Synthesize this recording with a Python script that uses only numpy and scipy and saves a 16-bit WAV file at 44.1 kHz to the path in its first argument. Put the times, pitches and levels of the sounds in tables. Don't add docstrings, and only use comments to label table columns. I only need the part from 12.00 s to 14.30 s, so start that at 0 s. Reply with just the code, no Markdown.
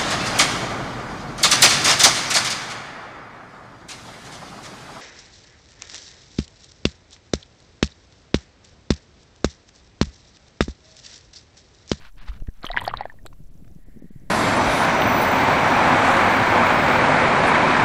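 import sys
import numpy as np
from scipy import signal
from scipy.fft import rfft, irfft, next_fast_len
from scipy.io import wavfile
from scipy.ndimage import map_coordinates

SR = 44100
rng = np.random.default_rng(int(sys.argv[2]) if len(sys.argv) > 2 else 0)


def gain_from_db(level_db):
    decades = np.asarray(level_db, float) / 20
    return 10 ** decades


def store_wav(level_fs):
    pcm = np.round(np.clip(np.atleast_2d(level_fs), -1, 1) * 32767)
    wavfile.write(sys.argv[1], SR, pcm.T.astype(np.int16))


N = 101429

# frequency in Hz, level in dB per Hz.
HISS_COLOUR = [(350, -37.5), (600, -6), (1580, -11), (2200, -13.5), (5650, -16.5), (15400, -17),
               (15800, -22)]
# pitch in Hz, level in dB.
WHINE_LINES = [(7550, -84.5), (11300, -87.5)]
TICKING_PICTURES = [*range(18), 32, 35, 38, 41, 42, 43, 44, 45, 48, 49, 50, 57, 60, 63]
# start in seconds, length in seconds, level in dB.
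RUB_STROKES = [(-.02, 0.13, -49), (.16, .11, -52.5), (.25, 0.065, -48.5), (.29, .11, -57),
               (.335, 0.011, -57), (.401, 0.0054, -49), (.468, 0.012, -54.5), (.51, 0.12, -64.5),
               (1.261, 0.0063, -41), (1.326, 0.01, -56.5), (.278, 0.013, -49), (1.643, 0.0089, -61),
               (1.676, 0.0047, -57.5)]
# frequency in Hz, level in dB per Hz.
RUB_COLOUR = [(240, -67), (400, -20.5), (658, -6), (1420, -0.5), (4340, -11), (10000, -35.5), (13000, -57),
              (22000, -120)]
# time in seconds, level in dB.
SLOSH_LEVEL = [(0, -58), (.12, -63), (.3, -48), (.4, -60), (.55, -60), (.65, -50.5), (.9, -51), (1.1, -49),
               (1.2, -52.5), (1.32, -53), (1.45, -57.5), (1.58, -55), (1.67, -46.5), (1.84, -57.5),
               (1.95, -47.5), (2.13, -54), (2.3, -47)]
# frequency in Hz, level in dB per Hz.
SLOSH_COLOUR = [(32, -35), (55, 1.5), (133, -1.5), (225, -7.5), (400, -19), (680, -22), (1000, -46.5),
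                (1300, -73), (2200, -120)]
# frequency in Hz, level in dB per Hz.
HEAVE_COLOUR = [(12, 0), (32, -4), (70, -19.5)]
# time in seconds, level in dB.
WHIR_LEVEL = [
    (1.7, -92.5),
    (1.86, -71),
    (2.3, -70),
]
# time in seconds, depth in dB, build-up in seconds,
# ring in Hz (negative pushes outward), 60 dB decay in seconds.
HOUSING_PUSHES = [
    (.215, -31, 0.0091, 9, 0.042),
    (.295, -20.5, 0.0055, 51, 0.15),
    (.4215, -20.5, 0.011, 17, 0.0093),
    (.435, -27, 0.0057, -2.5, 0.41),
    (.4875, -16.5, 0.0012, 6, 0.036),
    (.482, -30, 0.0029, -37, 0.0043),
    (.644, -21, 0.00039, -250, 0.0098),
    (.70, -25, 0.013, -29.5, 0.25),
    (.945, -33, 0.011, 49, 0.13),
    (1.455, -37.5, 0.017, 25, 0.14),
]
# time in seconds, peak in dB, pitch in Hz, life in cycles.
BIG_BUBBLES = [(.6435, -20.5, 1230, 11), (0.7014, -22, 702, 28.5), (.743, -24, 880, 14),
               (.772, -20, 963, 29), (.7723, -4.5, 1686, 18), (.812, -31.5, 910, 13),
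               (.817, -22.5, 937, 20), (0.8679, -23.5, 1324, 12), (0.8765, -12.5, 746, 18),
               (0.9116, -25.5, 1200, 18), (0.9387, -11.5, 1105, 5.9), (1.0078, -17, 808, 21.6),
               (1.021, -32, 827, 25), (1.0539, -20.5, 694, 8.2), (1.12, -45, 965, 23),
               (1.254, -33.5, 650, 6), (1.328, -43.5, 1030, 10),
               (.318, -40, 1270, 13), (.373, -48, 1300, 16), (.423, -41, 373, 1.7),
                     (.4885, -48.5, 447, 12), (.625, -63, 855, 7.6), (.657, -41, 1310, 10),
                     (.666, -29, 1110, 4.5), (.688, -30.5, 1300, 8), (.7155, -27, 1300, 6.5),
                     (.756, -29.5, 930, 21), (.78, -27, 900, 7.3), (.794, -28, 1250, 9.1),
                     (.805, -39.5, 1000, 17), (.839, -29, 970, 12), (.888, -32, 790, 9.7),
                     (.936, -29, 900, 3.8), (.943, -33.5, 864, 14), (1.097, -46, 880, 17),
                     (1.14, -44.5, 585, 4.7), (1.2625, -41.5, 1180, 3.9), (.8115, -45, 9000, 640)]
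# time in seconds, peak in dB, pitch in Hz.
MIDDLE_BUBBLES = [(.472, -49.5, 1800), (.49, -45, 1710), (.648, -30, 2150), (.693, -28.5, 1930),
                  (.728, -36.5, 2120), (.743, -32, 1628), (.782, -21, 2028), (.805, -33.5, 1920),
                  (.85, -32, 2000), (.878, -23, 1730), (.893, -37, 2140), (.9, -32, 2060),
                  (.945, -32, 1710), (1.022, -38, 1930), (0.7874, -27.5, 1968), (0.8131, -29.5, 1850),
                  (1.0081, -29, 1920)]
# time in seconds, peak in dB, pitch in Hz.
LASTING_BUBBLES = [
    (0.7347, -28, 1970),
    (0.8874, -32, 1830),
    (0.9867, -38, 1850),
    (1.0334, -35, 2100),
    (1.055, -30, 1720),
    (1.0979, -31.5, 1764),
    (1.1872, -47.5, 1820),
]
# time in seconds, peak in dB, pitch in Hz.
SMALL_BUBBLES = [(0.631, -32, 4190), (.651, -27.5, 3450), (.651, -28, 4030), (.668, -34.5, 4250),
                 (.689, -33.5, 3000), (.729, -38, 4170), (.7652, -17, 2022), (.7885, -27.5, 3564),
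                 (.853, -28.5, 3320), (.894, -30.5, 2880), (1.2615, -43, 2790), (0.6662, -20, 3060),
                 (0.673, -36, 3100), (0.7147, -22, 3850), (0.7667, -27, 3250), (0.7798, -19.5, 2873),
                 (0.795, -26, 3095), (0.8492, -31, 3250), (0.8794, -18, 4520), (0.9075, -35.5, 2800),
                 (0.936, -37, 2900), (0.9717, -23, 3900), (1.0093, -33.5, 4300), (1.2688, -37.5, 3980)]
# time in seconds, peak in dB, pitch in Hz.
TINY_BUBBLES = [(.6168, -55, 7200), (.6432, -46, 6930), (.649, -52.5, 11400), (.6554, -36, 6010),
                (.656, -77, 12180), (.6627, -43.5, 12310), (.6702, -46, 9220), (.687, -52, 10100),
                (.7131, -53, 7310), (.7789, -51, 7360), (.808, -43, 12360), (.8115, -42, 8900),
                (.817, -40, 8600), (.82, -43.5, 12390), (.831, -49, 14470), (.833, -43.5, 11750),
                (.835, -48, 7750), (.84, -45.5, 7690), (.841, -43.5, 12000), (.8435, -43.5, 13200),
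                (.844, -49, 8950), (.86, -40.5, 12780), (.862, -42.5, 6940), (.873, -49.5, 9200),
                (.879, -45.5, 9800), (1.2613, -35, 7620)]
# time in seconds, level in dB.
FOAM_LEVEL = [
    (.612, -73),
    (.635, -42),
    (.72, -61),
    (.77, -45),
    (.9, -43.5),
    (.925, -59.5),
    (.99, -42.5),
    (1.07, -63),
    (1.2, -73.5),
]
# frequency in Hz, level in dB per Hz.
FOAM_COLOUR = [(150, -47), (250, -2), (724, 1), (1890, -2), (2460, -11), (4300, -10.5), (5500, -32),
               (7800, -68), (13200, -120)]
# frequency in Hz, level in dB per Hz.
SPRAY_COLOUR = [(4000, -8), (9000, 0), (13000, -1), (15600, -16)]
# time in seconds, peak in dB, ring in Hz.
AIR_GURGLES = [(1.2537, -36, 346), (1.265, -40.5, 460), (1.996, -42, 196), (2.054, -35.5, 193),
               (1.402, -36, 150), (1.513, -45.5, 220), (1.552, -39.5, 149), (1.622, -35.5, 160),
               (1.652, -45.5, 222), (1.703, -43.5, 200), (1.787, -45.5, 277), (1.759, -35, 154),
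               (1.884, -41.5, 249), (1.939, -48.5, 223), (1.961, -36, 173.5), (1.97, -32.5, 204),
               (2.022, -32.5, 262), (2.042, -32.5, 193), (2.106, -34.5, 199.5), (2.158, -31.5, 138),
               (2.218, -44, 277), (2.234, -38, 180), (2.299, -27.5, 180)]
TREBLE_HOLES = [.2, .826, .894, .993, 1.033, 1.5, 1.85, 2.01, 2.103]

HISS_DB = -69
TICK_FIRST_S, TICK_EVERY_S = 0.0187, 0.03458
TICK_DB, TICK_HZ, TICK_FALL, TICK_S = -60, 7220, 0.356, 0.0043
LUMP_DB, HEAVE_DB = 4.5, -48.5
PORT_HZ, PORT_WIDTH_HZ = 1880, 480
MEMBRANE_HZ = 900
RISE, START_CYCLES = 0.024, 0.86
PINCH_DB, PINCH_S, PINCH_HZ = -23, 0.013, 4000
MIDDLE_CYCLES, LASTING_CYCLES, SMALL_CYCLES, TINY_CYCLES = 28, 40, 24, 43
SMALL_START, TINY_START = 1.46, 3.1
CLOUD_DB, CLOUD_S = -10, 0.03755
GRAINS_PER_S, GRAIN_HZ, GRAIN_SPREAD = 800, 1700, 0.6
GRAIN_CYCLES, GRAIN_DB, GRAIN_SCATTER_DB = 18, 6, 14
SPRAY_DB, SPRAY_S, SPRAY_START_S = -2, 0.009, 0.0006
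GURGLE_BUILD, GURGLE_CYCLES = 0.588, 7.2
HOLE_S, HOLE_HZ = 0.012, 4700


def unit(x):
    return x / np.sqrt(np.mean(x ** 2) + 1e-20)


def curve(rows):
    s, db = np.transpose(rows)
    return np.interp(np.arange(N) / SR, s, db, left=-120, right=-120)


def wobble(rate):
    knots = rng.standard_normal(int(N * rate / SR) + 4)
    return map_coordinates(knots, [np.arange(N) * rate / SR])


def rush(colour):
    f, db = np.transpose(colour)
    size = next_fast_len(N + 8192)
    hz = np.fft.rfftfreq(size, 1 / SR)
    gain = gain_from_db(np.interp(np.log(hz + 1), np.log(f + 1), db, left=-120, right=-120))
    return unit(irfft(rfft(rng.standard_normal(size)) * gain, size)[:N])


def place(s, shapes, lead=0):
    first = np.round(np.asarray(s) * SR).astype(int)[:, None] - lead
    at = first + np.arange(shapes.shape[1])
    return np.bincount(np.clip(at, 0, N).ravel(), shapes.ravel(), N + 1)[:N]


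def camera():
    s = TICK_FIRST_S + TICK_EVERY_S * np.array(TICKING_PICTURES)
    whine = sum(gain_from_db(db) * rush([(hz - 90, -12), (hz, 0), (hz + 90, -12)]) for hz, db in WHINE_LINES)
    t = np.arange(400) / SR
    u = np.clip(t / TICK_S, 0, 1)
    tick = np.sin(np.pi * u) ** 2 * np.sin(2 * np.pi * TICK_HZ * t * (1 - TICK_FALL * u / 2))
    ticks = place(s, gain_from_db(TICK_DB) * np.tile(tick, (len(s), 1)))
    return gain_from_db(HISS_DB) * rush(HISS_COLOUR) + whine + ticks


def strokes(rows):
    t = np.arange(N) / SR
    gain = 0
    for s, length, db in rows:
        u = np.clip((t - s) / length, 0, 1)
        gain = gain + gain_from_db(db) * np.abs(np.sin(np.pi * u)) ** 1.16
    return gain


def water():
    slosh = gain_from_db(curve(SLOSH_LEVEL) + LUMP_DB * wobble(25)) * rush(SLOSH_COLOUR)
    grip = gain_from_db(1.2 * wobble(65.6) + 1.98 * wobble(400))
    rub = strokes(RUB_STROKES) * grip * rush(RUB_COLOUR)
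    heave = gain_from_db(HEAVE_DB) * rush(HEAVE_COLOUR)
    port = [(PORT_HZ - PORT_WIDTH_HZ, -12), (PORT_HZ, 0), (PORT_HZ + PORT_WIDTH_HZ, -12)]
    whir = gain_from_db(curve(WHIR_LEVEL) + 0.5 * wobble(25)) * rush(port)
    return slosh + heave + rub + whir


def knocks():
    s, db, build, hz, t60 = [c[:, None] for c in np.transpose(HOUSING_PUSHES)]
    t = np.arange(-2000, 9000) / SR
    after = np.maximum(t, 0)
    press = np.exp(-(-np.minimum(t, 0) / build) ** 1.7)
    shape = press * np.cos(2 * np.pi * hz * after) * gain_from_db(-60 * after / t60)
    pushes = place(s[:, 0], -np.sign(hz) * gain_from_db(db) * shape, lead=2000)
    return signal.lfilter(*signal.butter(2, MEMBRANE_HZ, fs=SR), pushes)


def bubbles(rows, cycles, start, size, pinch_db):
    s, db, hz = [c[:, None] for c in np.transpose(rows)[:3]]
    t = np.arange(size) / SR
    life = t * hz / np.reshape(cycles, (-1, 1))
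    ring = np.sin(2 * np.pi * hz * t * (1 - RISE / 4 + RISE * life))
    ring = ring * gain_from_db(-60 * life) * (1 - np.exp(-(t * hz / start) ** 2))
    ring = ring / np.abs(ring).max(axis=1, keepdims=True) * np.hanning(2 * size)[size:]
    dull = signal.lfilter(*signal.butter(4, PINCH_HZ, fs=SR), rng.standard_normal(ring.shape))
    crack = gain_from_db(pinch_db - 60 * t / PINCH_S) * unit(dull)
    return place(s[:, 0], gain_from_db(db) * (ring + crack))


def cloud(x):
    tail = rng.standard_normal(3000) * gain_from_db(-60 * np.arange(3000) / SR / CLOUD_S)
    return x + gain_from_db(CLOUD_DB) * signal.fftconvolve(x, tail / np.linalg.norm(tail))[:N]


def plunge_bubbles():
    big = BIG_BUBBLES
    classes = [(big, np.transpose(big)[3], START_CYCLES),
               (MIDDLE_BUBBLES, MIDDLE_CYCLES, START_CYCLES),
               (LASTING_BUBBLES, LASTING_CYCLES, 1.4),
               (SMALL_BUBBLES, SMALL_CYCLES, SMALL_START),
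               (TINY_BUBBLES, TINY_CYCLES, TINY_START)]
    return cloud(sum(bubbles(rows, cycles, start, size=3000, pinch_db=PINCH_DB)
                     for rows, cycles, start in classes))


def droplets():
    s, db, _ = np.transpose(TINY_BUBBLES)
    t = np.arange(500) / SR
    return place(s, gain_from_db(db[:, None] + SPRAY_DB - 60 * t / SPRAY_S) * (1 - np.exp(-t / SPRAY_START_S)))


def fizz():
    draw = rng.random((500, 3))
    s = FOAM_LEVEL[0][0] + np.cumsum(-np.log(draw[:, 0])) / GRAINS_PER_S
    bell = np.log(draw[:, 1] / (1 - draw[:, 1])) / 1.727
    hz = np.clip(GRAIN_HZ * np.exp(GRAIN_SPREAD * bell), 500, 4300)
    rows = np.transpose([s, GRAIN_DB - GRAIN_SCATTER_DB * draw[:, 2], hz])
    grains = bubbles(rows, GRAIN_CYCLES, 0.85, size=800, pinch_db=-29)
    spray = droplets() * rush(SPRAY_COLOUR)
    wash = gain_from_db(-2 + 3 * wobble(90)) * rush(FOAM_COLOUR)
    return gain_from_db(curve(FOAM_LEVEL)) * (grains + wash) + spray


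def gurgles():
    s, db, hz = [c[:, None] for c in np.transpose(AIR_GURGLES)]
    turns = np.arange(-600, 3000) / SR * hz
    build = np.exp(-(np.minimum(turns, 0) / GURGLE_BUILD) ** 2)
    swell = build * gain_from_db(-60 * np.maximum(turns, 0) / GURGLE_CYCLES)
    swing = np.cos(2 * np.pi * turns) + 0.25 * swell * np.cos(4 * np.pi * turns)
    return place(s[:, 0] + 0.5 / hz[:, 0], gain_from_db(db) * swell * swing, lead=600)


def treble_holes(x):
    high = signal.butter(8, HOLE_HZ, "high", fs=SR, output="sos")
    treble = signal.sosfiltfilt(high, x)
    away = np.abs(np.arange(N) / SR - np.array(TREBLE_HOLES)[:, None]).min(axis=0) / HOLE_S
    return x - treble * np.clip(2 - 2 * away, 0, 0.85)


def scene():
    return (plunge_bubbles() + fizz() + knocks() + gurgles() + water() + camera())[None]


def top_cut(x):
    return signal.sosfilt(signal.butter(12, 15920, fs=SR, output="sos"), x)


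def record(dry):
    mix = treble_holes(dry) - 0.0091
    return top_cut(mix)


dry = scene()
out = record(dry)
store_wav(out)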